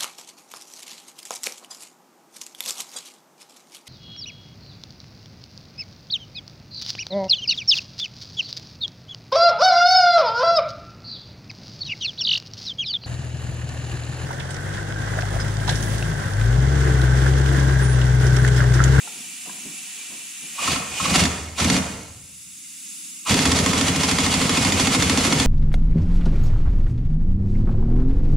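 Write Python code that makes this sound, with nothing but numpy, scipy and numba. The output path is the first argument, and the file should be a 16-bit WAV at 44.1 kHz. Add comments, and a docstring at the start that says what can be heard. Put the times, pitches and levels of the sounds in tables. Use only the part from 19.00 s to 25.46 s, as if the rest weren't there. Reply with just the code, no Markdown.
"""In a workshop, an air impact wrench works a nut under a truck, close to a phone; its hose coupling hisses.
After some rubbing and rustling come three short pulls of the trigger, then a long one.
Coloured noise makes the air, rumble and rubbing; fading sine waves make the ringing steel and exhaust thumps.
The chassis and workshop smear the sound, and the phone's automatic gain creeps back up in the quiet."""
import sys
import numpy as np
from scipy import signal
from scipy.fft import rfft, irfft, next_fast_len
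from scipy.io import wavfile
from scipy.ndimage import uniform_filter1d
from numba import njit

SR = 44100
rng = np.random.default_rng(int(sys.argv[2]) if len(sys.argv) > 2 else 0)


def waveform_to_disk(signal):
    """Save audio, clipped to [-1, 1], as 16-bit WAV at the path in sys.argv[1]."""
    frames = np.transpose(np.atleast_2d(signal))
    scaled = np.clip(frames, -1, 1) * 32767
    samples = np.round(scaled).astype(np.int16)
    wavfile.write(sys.argv[1], SR, samples)


N = 284886  # length of the scene in samples

# Hiss of the leaking coupling. Each row: frequency in Hz, relative level in dB.
LEAK_SPECTRUM = [(240, -77), (400, -25), (527, -35), (1340, -19.5), (1740, -22), (2060, -13.5), (2840, -7),
                 (3210, -16), (3580, -7), (4110, -15), (4860, -8.5), (5750, -10), (7470, -3.5),
                 (9840, -11.5), (15600, -23)]
# Narrow resonances of the coupling. Each row: frequency in Hz, width in Hz, lift in dB.
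COUPLING_RINGS = [(3900, 60, 3.3), (6630, 40, 12), (7470, 84, 2.7), (7700, 90, 4), (9600, 300, 10),
                  (10080, 140, 14)]
# Low murmur of the workshop. Each row: frequency in Hz, relative level in dB.
SHOP_SPECTRUM = [(18, -75), (30, -48), (106, -11.5), (142, -15), (188, 0.5), (265, -1.5), (337, -7),
                 (372, -33), (900, -54), (1170, -70.5), (1980, -120)]
LEAK_DB, SHOP_DB = -47.5, -65.5

# Air seeping past the half-pressed trigger. Each row: frequency in Hz, relative level in dB.
SEEP_SPECTRUM = [(600, -37), (1000, -15), (1800, -10.5), (2600, -0.5), (3600, -5), (4600, -7),
                 (5400, -12.5), (6500, -4), (8000, -5), (12000, -23)]
# Resonances of the seeping air. Each row: frequency in Hz, width in Hz, lift in dB.
SEEP_RINGS = [(750, 41, 23), (1900, 50, 7.8), (2370, 47, 11), (2695, 39, 10.3), (2940, 55, 7.2),
              (5450, 100, 11), (6300, 140, 3.3)]
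SEEP_DB, SEEP_END_S = -49.5, 1.8

# Gloves and hose shifting on the frame. Each row: peak in seconds, rub level in dB, rustle level in dB.
HANDLING = [(.05, -61, -56.5), (.176, -55, -67), (.478, -51, -55), (.664, -48.5, -66), (.85, -76, -71),
            (.992, -73, -63.5), (1.118, -53, -59.5), (1.436, -55.5, -65)]
# Low rubbing. Each row: frequency in Hz, relative level in dB.
RUB_SPECTRUM = [(40, -16), (110, -40), (150, -3), (250, 0), (380, -10.5), (600, -34)]
# Brighter rustle. Each row: frequency in Hz, relative level in dB.
RUSTLE_SPECTRUM = [(250, -25), (420, 0.5), (600, -6), (1000, -4), (1700, -21), (3000, -24)]
# Resonance of the rustle. Each row: frequency in Hz, width in Hz, lift in dB.
RUSTLE_RINGS = [(721, 19, 12.5)]
SHIFT_RISE_DB_S, RUB_FALL_DB_S, RUSTLE_FALL_DB_S = 450, 134, 125

# The socket tapping the frame. Each row: start in seconds, base level in dB, lowest ring in Hz.
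KNOCKS = [(0.074, -42.5, 862), (0.46, -53, 735), (0.495, -45, 1010), (0.657, -47, 250), (3.645, -52, 2100)]
# Rings in every tap. Each row: multiple of the lowest ring, change from the base level in dB.
KNOCK_MODES = [(1, 2.5), (1.6, 0.5), (2.25, -10)]

# How the workshop rings on. Each row: upper band edge in Hz, time to fade by 60 dB in seconds, relative level in dB.
ROOM_BANDS = [(131, 1.15, -2), (396, 0.58, -4), (1890, 0.71, 5), (5900, 0.88, -4.5), (9100, 0.83, 0),
              (20000, 0.78, 0)]
# Strength of the workshop, then what the hands and the blows send into it, compared with the air.
# Hands work close to the phone; blows under the chassis reach the workshop weaker than the exhaust.
ROOM_DB, HANDS_ROOM_DB, BLOWS_ROOM_DB = -6.5, -6, -5.5

# Air let through by the trigger, one list per curve. Each row: time in seconds, base exhaust air level in dB.
PULLS = [
    [(1.55, -60), (1.602, -46), (1.65, -38.5), (1.72, -34), (1.85, -59.5)],
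    [(1.85, -58), (1.978, -42.5), (2.03, -39.5), (2.06, -33.5), (2.2, -21.5), (2.242, -25.5), (2.28, -32.5)],
    [(2.55, -59), (2.582, -26.5), (2.6, -25), (2.738, -26), (2.77, -26), (2.79, -32)],
    [(4.25, -60), (4.28, -31.5), (4.3, -25.5), (4.46, -24.5), (5.06, -28.5), (5.87, -25.5), (6.46, -23.5)],
]
# One turn, stalled by the blow. Each row: share of the turn, air rush change in dB, rumble change in dB.
TURN = [(0, 2, -10.5), (.15, 3.5, -0.5), (.4, 1.5, 0), (.66, 4.5, 2.5), (.85, 4.5, -7), (1, 3, 1.5)]
# Escaping exhaust air. Each row: frequency in Hz, relative level in dB.
AIR_SPECTRUM = [(180, -12), (300, -3), (384, -15), (432, -9), (581, -7.5), (1310, -7.5), (1540, -10),
                (2070, -7), (4020, -9), (7530, -12), (9030, -18), (10300, -15), (11600, -33),
                (13900, -28.5), (15600, -74)]
# Resonances of the tool body. Each row: frequency in Hz, width in Hz, lift in dB (negative is a dip).
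BODY_RINGS = [(737, 81, 3.5), (1333, 28, 3.5), (1690, 80, -3.5), (2180, 70, 5.5), (2486, 20, 6.5),
              (2790, 53, 6.5), (3043, 35, 6), (3380, 36, 9.5), (4540, 66, 7.5), (5000, 44, 4)]
# Rumble of the motor vanes. Each row: frequency in Hz, relative level in dB.
RUMBLE_SPECTRUM = [(25, -26), (50, -10), (80, -1.5), (120, -4.5), (175, -0.5), (215, 0.5), (265, -8),
                   (330, -11), (500, -12.5), (900, -51)]
# The rumble follows the air late and grows faster than it; its level is for FULL_AIR_DB of air.
FULL_AIR_DB = -25
SPIN_UP_S, RUMBLE_DB, RUMBLE_SLOPE = 0.028, -20.5, 1.45

# The valve whistling as it cracks open. Each row: peak in seconds, level in dB.
WHISTLES = [(1.586, -34.5), (2.58, -41), (4.262, -34)]
WHISTLE_RISE_DB_S, WHISTLE_FALL_DB_S = 2500, 400
WHISTLE_DB = -23  # steady whistle compared with the trigger's air level

# Air squeezed through the narrow valve. 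Each row: frequency in Hz, width in Hz, lift in dB.
THROTTLED_RINGS = [(1090, 60, 0), (2460, 89, 14), (2880, 70, 10.5), (5340, 100, 15)]
THROTTLED_DB, THROTTLED_TOP_DB = 5.5, -35  # level above the trigger's air, highest level

# Hammer blows. Each row: start in seconds, base crack level in dB, extra level of the socket clank in dB.
BLOWS = [(1.676, -22, 6.5), (1.7594, -22, 3.5), (2.0005, -32.5, 13), (2.0544, -33.5, 17),
         (2.0981, -24, -18), (2.154, -9, -22), (2.2031, -7.5, -27), (2.2365, -5.5, -21),
         (2.2535, -6.5, -34), (2.5993, -14, -13), (2.644, -7.5, -29), (2.6993, -5.5, -29),
         (2.742, -11.5, -22), (2.7638, -8, -13), (4.2931, -17.5, -27), (4.3167, -22, -24), (4.341, -8, -21),
         (4.3897, -8.5, -30), (4.454, -4, -10), (4.5163, -4.5, -8), (4.588, -5.5, -16), (4.6606, -5, -6.5),
         (4.7314, -8.5, -4), (4.8107, -6, -11), (4.8809, -8, -21), (4.9594, -10, -20), (5.033, -8, -6),
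         (5.1118, -7, -20), (5.1846, -8.5, -6), (5.2627, -9.5, -6), (5.3391, -8, -15), (5.4141, -10, -6),
         (5.4935, -7.5, -19), (5.5719, -7.5, -5.5), (5.6481, -7, -7), (5.7211, -7.5, -22),
         (5.7967, -5.5, -15), (5.8704, -4, -27), (5.9464, -6.5, -8), (6.0222, -4.5, -21), (6.096, -4, -8),
         (6.1729, -5.5, -16), (6.2483, -6, -15), (6.3239, -4, -12), (6.3982, -4, -26)]
# Anvil, extension and socket. Each row: usual frequency in Hz, relative level in dB,
# time to fade by 60 dB in seconds.
STEEL_MODES = [(1081, 0.5, 0.084), (1314, 1, 0.058), (1820, -5, 0.044), (2117, -9, 0.076),
               (2667, -8, 0.045), (3130, -8, 0.032), (3460, -6.5, 0.058), (4340, -1, 0.018),
               (4760, -5.5, 0.04), (5680, -8, 0.028), (6930, -7, 0.044), (10060, -8, 0.02)]
CLANK_HZ = 1500  # steel modes below this belong to the loose socket
LONGEST_TURN_S = 0.088

# Exhaust thumps after a blow. 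Each row: delay in seconds, added delay as a share of the turn,
# frequency in Hz, relative level in dB, time to fade by 60 dB in seconds, rise in seconds.
THUMPS = [(.005, 0, 265.2, 0.5, 0.1, 0.0034), (0.0017, .48, 176.8, -1.5, 0.067, 0.0015),
          (0.0026, .46, 550, -14, 0.019, 0.0011), (0.0011, 0.264, 86, -8, 0.16, 0.0061)]
# The first thump follows the crack's base level; later ones follow the air, with this level for FULL_AIR_DB.
FIRST_THUMP_DB, LATER_THUMP_DB, THUMP_SLOPE = -3, -10, 1.02

# Stereo width from two microphone ports. Each row: frequency in Hz, gain of the side signal in dB.
WIDTH = [(60, -14), (110, -17), (200, -22), (380, -14.5), (700, -4), (1290, -5.5), (2380, -7), (4400, -8),
         (8120, 1.5), (15000, -1.5)]
# Stereo lean. Each row: frequency in Hz, left gain minus right gain in dB.
LEAN = [(300, -0.5), (700, -1.5), (1300, -1.5), (2400, 1), (4400, -1), (6000, -5.5), (8000, -2.5),
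        (10000, 6), (15000, 2.5)]
BASS_HZ, TOP_HZ = 43.5, 15680  # lower and upper limits of the phone
# Automatic gain: highest lift, loudness it aims for, share of the error it corrects, then its speeds.
BOOST_DB, AIM_DB, SQUEEZE, ATTACK_S, RECOVER_DB_S = 8, -20, 0.66, 0.035, 10.5


def from_db(db):
    """Turn decibels into a multiplier."""
    return 10 ** (np.asarray(db) / 20)


def unit(x):
    """Scale a sound to an average (RMS) level of one."""
    return x / np.sqrt(np.mean(x ** 2))


def colour(x, points, peaks=()):
    """Filter a sound by a curve of levels plus narrow resonances."""
    hz, db = np.transpose(points)
    size = next_fast_len(len(x) + SR // 4)
    f = np.arange(size // 2 + 1) * SR / size + 1  # one Hz up, so that the logarithm works
    lift_db = sum(peak_db / (1 + (2 * (f - peak_hz) / width) ** 2) for peak_hz, width, peak_db in peaks)
    curve_db = np.interp(np.log(f), np.log(hz), db)
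    return irfft(rfft(x, size) * from_db(curve_db + lift_db), size)[:len(x)]


def noise(points, peaks=()):
    """Random hiss with a chosen colour and an average level of one."""
    return unit(colour(rng.standard_normal(N), points, peaks))


def band(x, lo_hz, hi_hz):
    """Keep the frequencies between two edges."""
    return signal.sosfilt(signal.butter(2, [lo_hz, hi_hz], "band", fs=SR, output="sos"), x)


def walk(rate):
    """Random values, rate of them a second, smoothed twice into a slow drift."""
    hold = int(SR / rate)
    steps = np.repeat(rng.standard_normal(N // hold + 1), hold)
    return uniform_filter1d(uniform_filter1d(steps, hold), hold)[:N]


def tent(s, db, rise_db_s, fall_db_s):
    """Gain that climbs to db at time s and falls away, both at a steady rate in dB."""
    t = np.arange(N) / SR - s
    return from_db(db + np.where(t < 0, rise_db_s * t, -fall_db_s * t))


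def ring(hz, t60, rise, phase=0):
    """A sine wave that swells over about rise seconds and fades by 60 dB in t60 seconds."""
    t = np.arange(int(t60 * SR)) / SR
    fade = np.exp(-np.log(1000) * t / t60)
    return (1 - np.exp(-t / rise)) * fade * np.sin(2 * np.pi * hz * t + phase)


def add(out, s, x):
    """Mix a sound into out, starting at time s."""
    i = int(s * SR)
    out[i:i + len(x)] += x[:len(out) - i]


def background():
    """Drifting noise for the leaking coupling, the seeping trigger and the low workshop murmur."""
    before_end = np.arange(N) < SEEP_END_S * SR
    seep = from_db(SEEP_DB + walk(6.1)) * noise(SEEP_SPECTRUM, SEEP_RINGS) * before_end
    leak = from_db(LEAK_DB + 1.1 * walk(4.59)) * noise(LEAK_SPECTRUM, COUPLING_RINGS)
    shop = from_db(SHOP_DB + 2 * walk(7.1)) * noise(SHOP_SPECTRUM)
    return seep + leak + shop


def hands():
    """Friction noise swells and fades as gloves and hose shift; taps set off small rings of steel."""
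    rub = sum(tent(s, db, SHIFT_RISE_DB_S, RUB_FALL_DB_S) for s, db, _ in HANDLING)
    rustle = sum(tent(s, db, SHIFT_RISE_DB_S, RUSTLE_FALL_DB_S) for s, _, db in HANDLING)
    out = rub * noise(RUB_SPECTRUM) + rustle * noise(RUSTLE_SPECTRUM, RUSTLE_RINGS)
    for s, db, hz in KNOCKS:
        for multiple, mode_db in KNOCK_MODES:
            add(out, s, from_db(db + mode_db) * ring(hz * multiple, 0.043, 0.00047))
    return out


def chassis(tool):
    """Scatter the tool's sound with a short burst of fading noise, as the metal all round does."""
    t = np.arange(SR // 10) / SR
    scatter = rng.standard_normal(len(t)) * np.exp(-t / 0.022)
    return signal.fftconvolve(tool, scatter / np.linalg.norm(scatter))[:N]


def room():
    """Reflections modelled as noise, each band swelling and then fading at its own rate."""
    t, tail, lo = np.arange(SR) / SR, 0, 20
    swell = 1 - np.exp(-t / 0.051)
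    for hi, t60, db in ROOM_BANDS:
        fade = np.exp(-np.log(1000) * t / t60)
        tail = tail + from_db(db) * band(rng.standard_normal(SR), lo, hi) * fade * swell
        lo = hi
    return tail / np.linalg.norm(tail)


def trigger(late_s):
    """Base air level in dB let through by the trigger, late_s seconds ago."""
    t = np.arange(N) / SR - late_s
    return np.max([np.interp(t, *np.transpose(pull), -150, -150) for pull in PULLS], axis=0)


def motor(share):
    """Air rushes out, whistles in the valve and drives rumbling vanes, changing over each turn."""
    part, *cycle = np.transpose(TURN)
    rush_db, stall_db = (np.interp(share, part, c) for c in cycle)
    air_db = trigger(0)
    flow = from_db(air_db)
    air = flow * from_db(rush_db + 3.26 * walk(60)) * noise(AIR_SPECTRUM, BODY_RINGS)

    openings = sum(tent(s, db, WHISTLE_RISE_DB_S, WHISTLE_FALL_DB_S) for s, db in WHISTLES)
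    whistle_gain = from_db(WHISTLE_DB) * flow + openings
    whistle = whistle_gain * unit(band(rng.standard_normal(N), 975, 1200))

    rumble_db = RUMBLE_DB + RUMBLE_SLOPE * (trigger(SPIN_UP_S) - FULL_AIR_DB)
    rumble = from_db(rumble_db + stall_db + 2 * walk(25)) * noise(RUMBLE_SPECTRUM)

    throttled_db = np.minimum(air_db + THROTTLED_DB, THROTTLED_TOP_DB)
    throttled = from_db(throttled_db) * noise(SEEP_SPECTRUM, THROTTLED_RINGS)
    return throttled + air + whistle + rumble


def crack(db, clank_db, chance):
    """Steel hits steel: a burst of noise and ringing modes, struck differently every time."""
    t = np.arange(SR // 8) / SR
    chatter = unit(colour(rng.standard_normal(len(t)), AIR_SPECTRUM))
    out = from_db(-3.5) * chatter * (1 - np.exp(-t / 0.0013)) * np.exp(-t / 0.0045)
    for (hz, mode_db, t60), c in zip(STEEL_MODES, chance):
        level_db = mode_db - 8.5 + 2.6 * np.tanh(c[0]) + clank_db * (hz < CLANK_HZ)
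        add(out, 0, from_db(level_db) * ring(hz * (1 + 0.0203 * c[1]), t60, 0.0005, c[2]))
    return from_db(db) * out


def hammer():
    """Each blow cracks, the cam clicks later in the turn and the exhaust thumps; also tracks the turn."""
    out, share, air_db = np.zeros(N), np.zeros(N), trigger(0)
    turns = np.minimum(np.diff(np.array(BLOWS)[:, 0], append=N), LONGEST_TURN_S)
    for (s, db, clank_db), turn in zip(BLOWS, turns):
        chance = rng.standard_normal((3, len(STEEL_MODES), 3))
        add(out, s, crack(db, clank_db, chance[0]))
        add(out, s + 0.7 * turn, crack(db - 13, clank_db, chance[1]))  # the cam's lighter click
        later_db = LATER_THUMP_DB + THUMP_SLOPE * (air_db[int(s * SR)] - FULL_AIR_DB)
        for (delay, part, hz, thump_db, t60, rise), c in zip(THUMPS, chance[2]):
            base_db = later_db if part else db + FIRST_THUMP_DB
            start = s + delay + part * turn + 0.00062 * c[0]
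            add(out, start, from_db(base_db + thump_db + c[1]) * ring(hz, t60, rise))
        add(share, s, np.linspace(0, 1, int(turn * SR)))
    return out, share


def scene():
    """Mix the tool, hands, background and workshop, then spread them over two channels."""
    blows, share = hammer()
    air, gloves = motor(share), hands()
    tool = blows + air + gloves
    to_room = from_db(BLOWS_ROOM_DB) * blows + air + from_db(HANDS_ROOM_DB) * gloves

    def surround(direct):
        """Add fresh background noise and workshop reflections."""
        reflections = signal.fftconvolve(to_room, room())[:N]
        return direct + background() + from_db(ROOM_DB) * reflections

    scattered = chassis(tool)  # the part that differs between the two ports
    mid = surround(tool)
    side = colour(surround(scattered), WIDTH)
    left, right = (colour(mid + ear * side, [(hz, ear * db / 2) for hz, db in LEAN]) for ear in (1, -1))
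    return np.array([left, right])


@njit
def follow(want_db, start_db, attack, recover_db):
    """Gain drops quickly towards what loud sound asks for and climbs back at a steady rate."""
    out, g = np.empty(len(want_db)), start_db
    for i in range(len(want_db)):
        if want_db[i] < g:
            g = g + attack * (want_db[i] - g)
        else:
            g = min(want_db[i], g + recover_db)
        out[i] = g
    return out


def record(dry):
    """The microphone loses the deepest bass, automatic gain lifts quiet sound, the top is cut."""
    dry = signal.sosfilt(signal.butter(2, BASS_HZ, "high", fs=SR, output="sos"), dry)
    power = uniform_filter1d(np.mean(dry ** 2, axis=0), size=2000)
    loud_db = 10 * np.log10(power + 1e-12)
    want_db = np.minimum(BOOST_DB, SQUEEZE * (AIM_DB - loud_db))
    gain_db = follow(want_db, float(BOOST_DB), 1 / (ATTACK_S * SR), RECOVER_DB_S / SR)
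    top_cut = signal.ellip(12, 0.2, 80, TOP_HZ, fs=SR, output="sos")
    return signal.sosfilt(top_cut, dry * from_db(gain_db))


dry = scene()
out = record(dry)
waveform_to_disk(out)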